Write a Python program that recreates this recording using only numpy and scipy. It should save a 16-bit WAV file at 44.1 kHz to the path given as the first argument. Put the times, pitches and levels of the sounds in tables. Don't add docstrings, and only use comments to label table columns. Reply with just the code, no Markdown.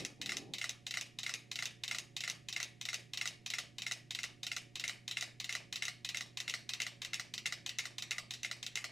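import sys
import numpy as np
from scipy import signal
from scipy.fft import rfft, irfft, next_fast_len
from scipy.io import wavfile
from scipy.ndimage import uniform_filter1d

SR = 44100
rng = np.random.default_rng(int(sys.argv[2]) if len(sys.argv) > 2 else 0)


def magnitude_from_level(level_db):
    exponent = np.asarray(level_db, float) / 20
    return 10 ** exponent


def log_audio(samples):
    frames = np.atleast_2d(samples).T
    limited = np.clip(frames, -1, 1)
    pcm = np.round(limited * 32767).astype(np.int16)
    wavfile.write(sys.argv[1], SR, pcm)


N = 392931

# f/Hz, level/dB per Hz
AIR_SPECTRUM = [(12, 6), (28, 5.5), (60, -6), (110, 11), (230, 6.5), (400, 7), (480, -6), (750, -21),
                (900, -55), (2000, -6), (4000, -13), (7000, -17.5), (12000, -27), (15000, -59)]
# f/Hz, likeness/0-1, left over right/dB
AIR_STEREO = [(25, 0.6, -7), (99, 1, 4), (240, 0.53, 2), (500, 0, -8.5), (2050, 1, 1)]
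# f/Hz, level/dB rms
HUM_LINES = [(120, -64), (240, -76), (296, -78), (356, -81), (720, -82)]
# f/Hz, width/Hz, level/dB rms
DUCT_MODES = [(70.7, 10, -81.5), (151, 3.2, -75.5), (177.3, 4.9, -75.5), (210, 5.1, -78),
              (334.4, 12, -81.5), (437, 2.1, -86.5), (555.5, 11, -83)]
# f/Hz, width/Hz, level/dB
BOARD_MODES = [(153, 20, 5), (203, 31, 9), (275, 65, 9.5), (349, 35, -3), (413, 20, -27), (540, 55, -22),
               (774, 2.6, -1)]
# start t/s, let go t/s, level/dB
BOARD_PUSHES = [
    (-.1, 0.015, -47),
    (-.1, 0.096, -58),
    (0.208, 0.315, -56),
    (0.334, 0.525, -55),
]
# f/Hz, t60/s, colour/dB
ROOM_DECAY = [(510, 0.27, 13.5), (800, 0.22, 2.5), (1055, 0.26, -1.5), (2000, 0.35, 8.5), (3800, 0.3, 7),
              (7840, 0.28, 7.5), (15000, 0.21, 0.5)]
# f/Hz, side over mid/dB
ROOM_WIDTH = [(500, -1), (1500, -6), (3000, -19), (6000, -33), (15000, -10)]
# f/Hz, level/dB per Hz
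WALL_SPECTRUM = [(350, -17), (640, -24), (726, -8), (843, -24), (1200, -0.5), (1560, -29.5), (1690, -12),
                 (1990, -3.5), (2340, -2), (3110, -4.5), (3420, -10.5), (3820, 0.5), (4310, -7), (5360, -6),
                 (15500, -29.5)]
# f/Hz, level/dB per Hz
CRACK_SPECTRUM = [(600, -30), (1500, -6), (3000, 2), (6000, 3.5), (8000, -6.5), (11000, -15), (15000, -16)]
# f/Hz, level/dB
MODES_1 = [(775, -14.5), (1055, -16.5), (1723, -12), (2078, -9), (2466, -6.0), (2638, -15), (2918, -7),
           (3187, -3.2), (3747, 0.9), (4102, -4), (4780, -25), (5373, -12.5), (6019, -10.5), (6535, -11),
           (7052, -9), (7795, -18), (8656, -27), (10013, -26), (10379, -23.5), (14449, -29.1)]
MODES_2 = [(743, -15.5), (1421, -15), (1647, -28), (1960, -3), (2239, -8.5), (2767, -3), (3155, -3.5),
           (3671, 1), (3962, 0.5), (4231, -21), (4823, -7.7), (5405, -6), (5620, -7), (6804, -8),
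           (7666, -13), (9550, -31), (10174, -19), (12877, -28), (13512, -28), (14449, -26.5)]
MODES_3 = [(743, -16), (1389, -10.5), (1658, -11.5), (2121, 3.4), (2724, -0.5), (3467, -9.5), (3908, -5),
           (4188, -31), (4576, -29), (4780, -17), (5545, -21), (5997, -21.0), (6234, -18), (6923, -15),
           (7300, -20), (7569, -29), (8613, -21), (9873, -44), (10196, -41), (12662, -40)]
MODES_4 = [(732, -14), (1206, -12), (1410, -8), (2003, 2), (2821, -8.5), (4005, -4.5), (4436, -31),
           (4856, -19.2), (5276, -21), (5588, -27), (5739, -23), (6008, -25), (6277, -16.5), (6783, -16),
           (6977, -16.5), (7203, -22), (7504, -39), (8452, -23.5), (11143, -33), (11757, -35)]
MODES_5 = [(754, -16), (1367, -14.9), (2024, -1.5), (2724, 1.2), (3004, -16), (3445, -6), (3844, 1),
           (4145, -11), (4587, -22), (5308, -5.8), (6040, 2), (6385, -24), (6837, -9), (7138, -9.5),
           (7526, -15.2), (7924, -14), (9162, -16.5), (9959, -17), (11025, -21), (12059, -21)]
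# direct trim/dB, crack/dB, room send/dB
SEAT_LEVELS = [(.1, -13, -2), (.1, -12.5, -2.5), (.1, -17, -3.5), (.1, -14, -2.5), (.1, -15, -4.5)]
# free ring t/s, near echo t/s, backdrop echo t/s
SEAT_PATHS = [(.0044, .008, .0138), (.0048, .0085, .0125), (.0038, .0075, .0152), (.003, .0058, .0138),
              (.0033, .0102, .0155)]
ECHO_LEVELS = (-15.5, -14)
SEAT_PANS = [0.17, .4, 0.51, -0.11, 0.055]
# first knock t/s, beat/ms at start, midway and end
PENDULUM_BEATS = [
    (-0.1117, 325.33, 323.61, 322.02),
    (-0.0648, 324.32, 323.41, 321.48),
    (-0.0323, 323.7, 326.0, 329.46),
    (-0.0082, 325.73, 328.01, 329.7),
    (0.0477, 322.01, 322.65, 322.62),
]
SWAY_LIMPS = [
    (-1.7, -2.0, -0.3, 1.6, 0.6),
    (0.0, -1.1, -3.2, -5.3, -3.0),
    (-1.0, -0.2, 1.4, 2.2, 1.7),
    (-2.0, -1.7, 0.5, 1.1, 0.3),
    (1.1, 3.9, 5.3, 0.9, -0.6),
]
# peak level/dB, tick over tock/dB
BLOW_LEVELS = [(-28.5, 0.5), (-29, -0.2), (-25, 0.25), (-27, 0.16), (-26, 0.1)]
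# wobble/ms, beats a cycle, phase/turns
WHEEL_WOBBLES = [(.78, 3.85, .38), (.5, 3.6, .24), (.76, 4.0, .165), (.1, 3.15, .5), (.66, 5.3, .186)]

LEAD = 8820
KNOCKS = 28


def at_hz(points, hz, column=1):
    rows = np.array(points)
    return np.interp(np.log(np.maximum(hz, 1)), np.log(rows[:, 0]), rows[:, column])


def rms_one(x):
    return x / np.sqrt(np.mean(x ** 2) + 1e-20)


def coloured(x, spectrum):
    hz = np.fft.rfftfreq(x.shape[-1], 1 / SR)
    return irfft(rfft(x) * magnitude_from_level(at_hz(spectrum, hz)), x.shape[-1])


def pan(x, db):
    return x * magnitude_from_level(np.array([[db / 2], [-db / 2]]))


def bandpass(x, low, high):
    return signal.sosfilt(signal.butter(2, [low, high], "band", fs=SR, output="sos"), x)


def resonate(noise, modes):
    out = 0
    for hz, width_hz, db in modes:
        r = np.exp(-np.pi * width_hz / SR)
        poles = [1, -2 * r * np.cos(2 * np.pi * hz / SR), r * r]
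        out = out + magnitude_from_level(db) * rms_one(signal.lfilter([1, 0, -1], poles, noise))
    return out


def air():
    size = next_fast_len(N)
    hz = np.fft.rfftfreq(size, 1 / SR)
    mid, side = rfft(rng.standard_normal((2, size))) * magnitude_from_level(at_hz(AIR_SPECTRUM, hz))
    alike = np.clip(at_hz(AIR_STEREO, hz), 0, 1)
    both = np.sqrt(1 + alike) * mid + np.sqrt(1 - alike) * side * [[1], [-1]]
    both = both * magnitude_from_level(at_hz(AIR_STEREO, hz, column=2) / 2 * [[1], [-1]])
    return magnitude_from_level(-68) * rms_one(irfft(both, size)[:, :N])


def hum():
    t = np.arange(N) / SR
    lines = 0
    for hz, db in HUM_LINES:
        lines = lines + np.sqrt(2) * magnitude_from_level(db) * np.sin(2 * np.pi * (hz * t + rng.random()))
    drone = resonate(rng.standard_normal((3, N)), DUCT_MODES)
    return pan(lines + drone[0] + 0.67 * drone[1:], -4.4)


def rumble():
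    rise_db_per_s, fall_db_per_s = 306, 170
    body = resonate(rng.standard_normal((3, N)), BOARD_MODES)
    body = signal.sosfilt(signal.butter(6, 860, fs=SR, output="sos"), body)
    t = np.arange(N) / SR
    start_s, end_s, level_db = np.transpose(BOARD_PUSHES)[:, :, None]
    fade_db = rise_db_per_s * np.maximum(start_s - t, 0) + fall_db_per_s * np.maximum(t - end_s, 0)
    level = magnitude_from_level(np.max(level_db - np.minimum(fade_db, 99), axis=0))
    return level * rms_one(body[0] + 0.46 * body[1:])


def room_response():
    early_db, early_t60_s = 2.5, 0.065
    t = np.arange(SR // 2) / SR
    white = rng.standard_normal((2, 2, len(t)))
    clumps = uniform_filter1d(rng.standard_normal(len(t)), size=60) * np.sqrt(60)
    early = magnitude_from_level(2 * clumps) * magnitude_from_level(early_db - 60 * t / early_t60_s)
    edges = 300 * 2 ** np.arange(0, 6, .5)
    out = 0
    for k, (low, high) in enumerate(zip(edges, edges[1:])):
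        mid, side = bandpass(white[k % 2], low, high)
        hz = np.sqrt(low * high)
        late = magnitude_from_level(-60 * t / at_hz(ROOM_DECAY, hz))
        side = side * magnitude_from_level(at_hz(ROOM_WIDTH, hz))
        colour = magnitude_from_level(at_hz(ROOM_DECAY, hz, column=2))
        out = out + colour * (late + early) * (mid + side * [[1], [-1]])
    arrival = np.clip((t - .0045) / .002, 0, 1)
    return rms_one(out * arrival) / np.sqrt(len(t))


def knocks(beat, limp_ms, blow, wheel):
    first_s, *beat_ms = beat
    peak_db, tick_db = blow
    wheel_ms, cycle, phase = wheel
    swing = np.linspace(0, 1, KNOCKS)
    turn = (-1.) ** np.arange(KNOCKS)
    gap_ms = np.interp(swing, np.linspace(0, 1, len(beat_ms)), beat_ms)
    late_ms = turn * np.interp(swing, np.linspace(0, 1, len(limp_ms)), limp_ms)
    late_ms = late_ms + wheel_ms * np.sin(2 * np.pi * (np.arange(KNOCKS) / cycle + phase))
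    s = first_s + (np.cumsum(gap_ms) - gap_ms + late_ms) / 1000
    uneven_db = 1.11 * rng.standard_normal(KNOCKS)
    return list(zip(s, peak_db + turn * tick_db / 2 + uneven_db))


def case_modes(case, free_s, t):
    choke_db = -7
    hz, height_db = np.transpose(case)[:, :, None]
    t60 = 0.038 * (hz / 3000) ** -.4
    modes = magnitude_from_level(height_db - 60 * t / t60) / t60 * np.sin(2 * np.pi * (hz * t + rng.random(hz.shape)))
    modes = modes * (1 - np.exp(-t * hz / 1.2))
    late = t - free_s * np.clip(3500 / hz, .9, 3) ** .6
    modes = modes * magnitude_from_level(choke_db / (1 + np.exp(-late / .0005)))
    return modes / np.abs(modes.sum(axis=0)).max()


def wall_bursts(count, t):
    same, new = rng.standard_normal(len(t)), rng.standard_normal((count, len(t)))
    return rms_one(coloured((same + .6 * new) * magnitude_from_level(-60 * t / .015), WALL_SPECTRUM)) * .08


def metronome(ticks, case, seat, path, place_db):
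    ahead_s, ahead_db = .002, -23.5
    capsule_side_db = -22.5
    trim_db, crack_db, room_db = seat
    free_s, *echo_s = path
    t = np.arange(2048) / SR
    modes = case_modes(case, free_s, t)
    cracks = rms_one(coloured(rng.standard_normal((len(ticks), len(t))), CRACK_SPECTRUM))
    cracks = cracks * magnitude_from_level(crack_db - 60 * t / 0.066)
    strengths = magnitude_from_level(1.3 * rng.standard_normal((len(ticks), len(case))))
    contact = np.minimum(t / 0.00036, 1)
    bursts = wall_bursts(len(ticks), t)
    direct, sent = np.zeros((2, N + LEAD + len(t)))
    for (s, peak_db), knock, burst in zip(ticks, strengths @ modes + cracks, bursts):
        start = round(s * SR) + LEAD
        direct[start:start + len(t)] += magnitude_from_level(peak_db + trim_db) * knock * contact
        sent[start:start + len(t)] += magnitude_from_level(peak_db) * burst
    direct = direct + magnitude_from_level(ahead_db) * np.roll(direct, -round(ahead_s * SR))
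    direct = direct + sum(magnitude_from_level(db) * np.roll(direct, round(s * SR)) for s, db in zip(echo_s, ECHO_LEVELS))
    wet = signal.fftconvolve(sent[None], room_response(), axes=1)[:, :len(direct)]
    glint = bandpass(np.roll(direct, 7), 3000, 9000)
    direct = pan(direct, place_db) + magnitude_from_level(capsule_side_db) * glint * [[1], [-1]]
    small = signal.butter(4, 600, "high", fs=SR, output="sos")
    return signal.sosfilt(small, direct + magnitude_from_level(room_db) * wet)[:, LEAD:LEAD + N]


def scene():
    ticks = list(map(knocks, PENDULUM_BEATS, SWAY_LIMPS, BLOW_LEVELS, WHEEL_WOBBLES))
    cases = [MODES_1, MODES_2, MODES_3, MODES_4, MODES_5]
    tickers = sum(map(metronome, ticks, cases, SEAT_LEVELS, SEAT_PATHS, SEAT_PANS))
    return air() + hum() + rumble() + magnitude_from_level(-0.34) * tickers


def band_limit(x):
    return signal.sosfilt(signal.butter(12, 16660, fs=SR, output="sos"), x)


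def record(dry):
    flutter_db, flutter_s = 6, .023
    treble = signal.butter(2, 1500, "high", fs=SR, output="sos")
    side = signal.sosfilt(treble, (dry[0] - dry[1]) / 2)
    chance = rng.standard_normal(2000)
    flutter = magnitude_from_level(flutter_db * np.interp(np.arange(N) / SR / flutter_s, np.arange(len(chance)), chance))
    wide = dry + (flutter - 1) * side * [[1], [-1]]
    top_cut = signal.cheby2(12, 60, 16450, fs=SR, output="sos")
    return band_limit(signal.sosfilt(top_cut, wide))


dry = scene()
out = record(dry)
log_audio(out)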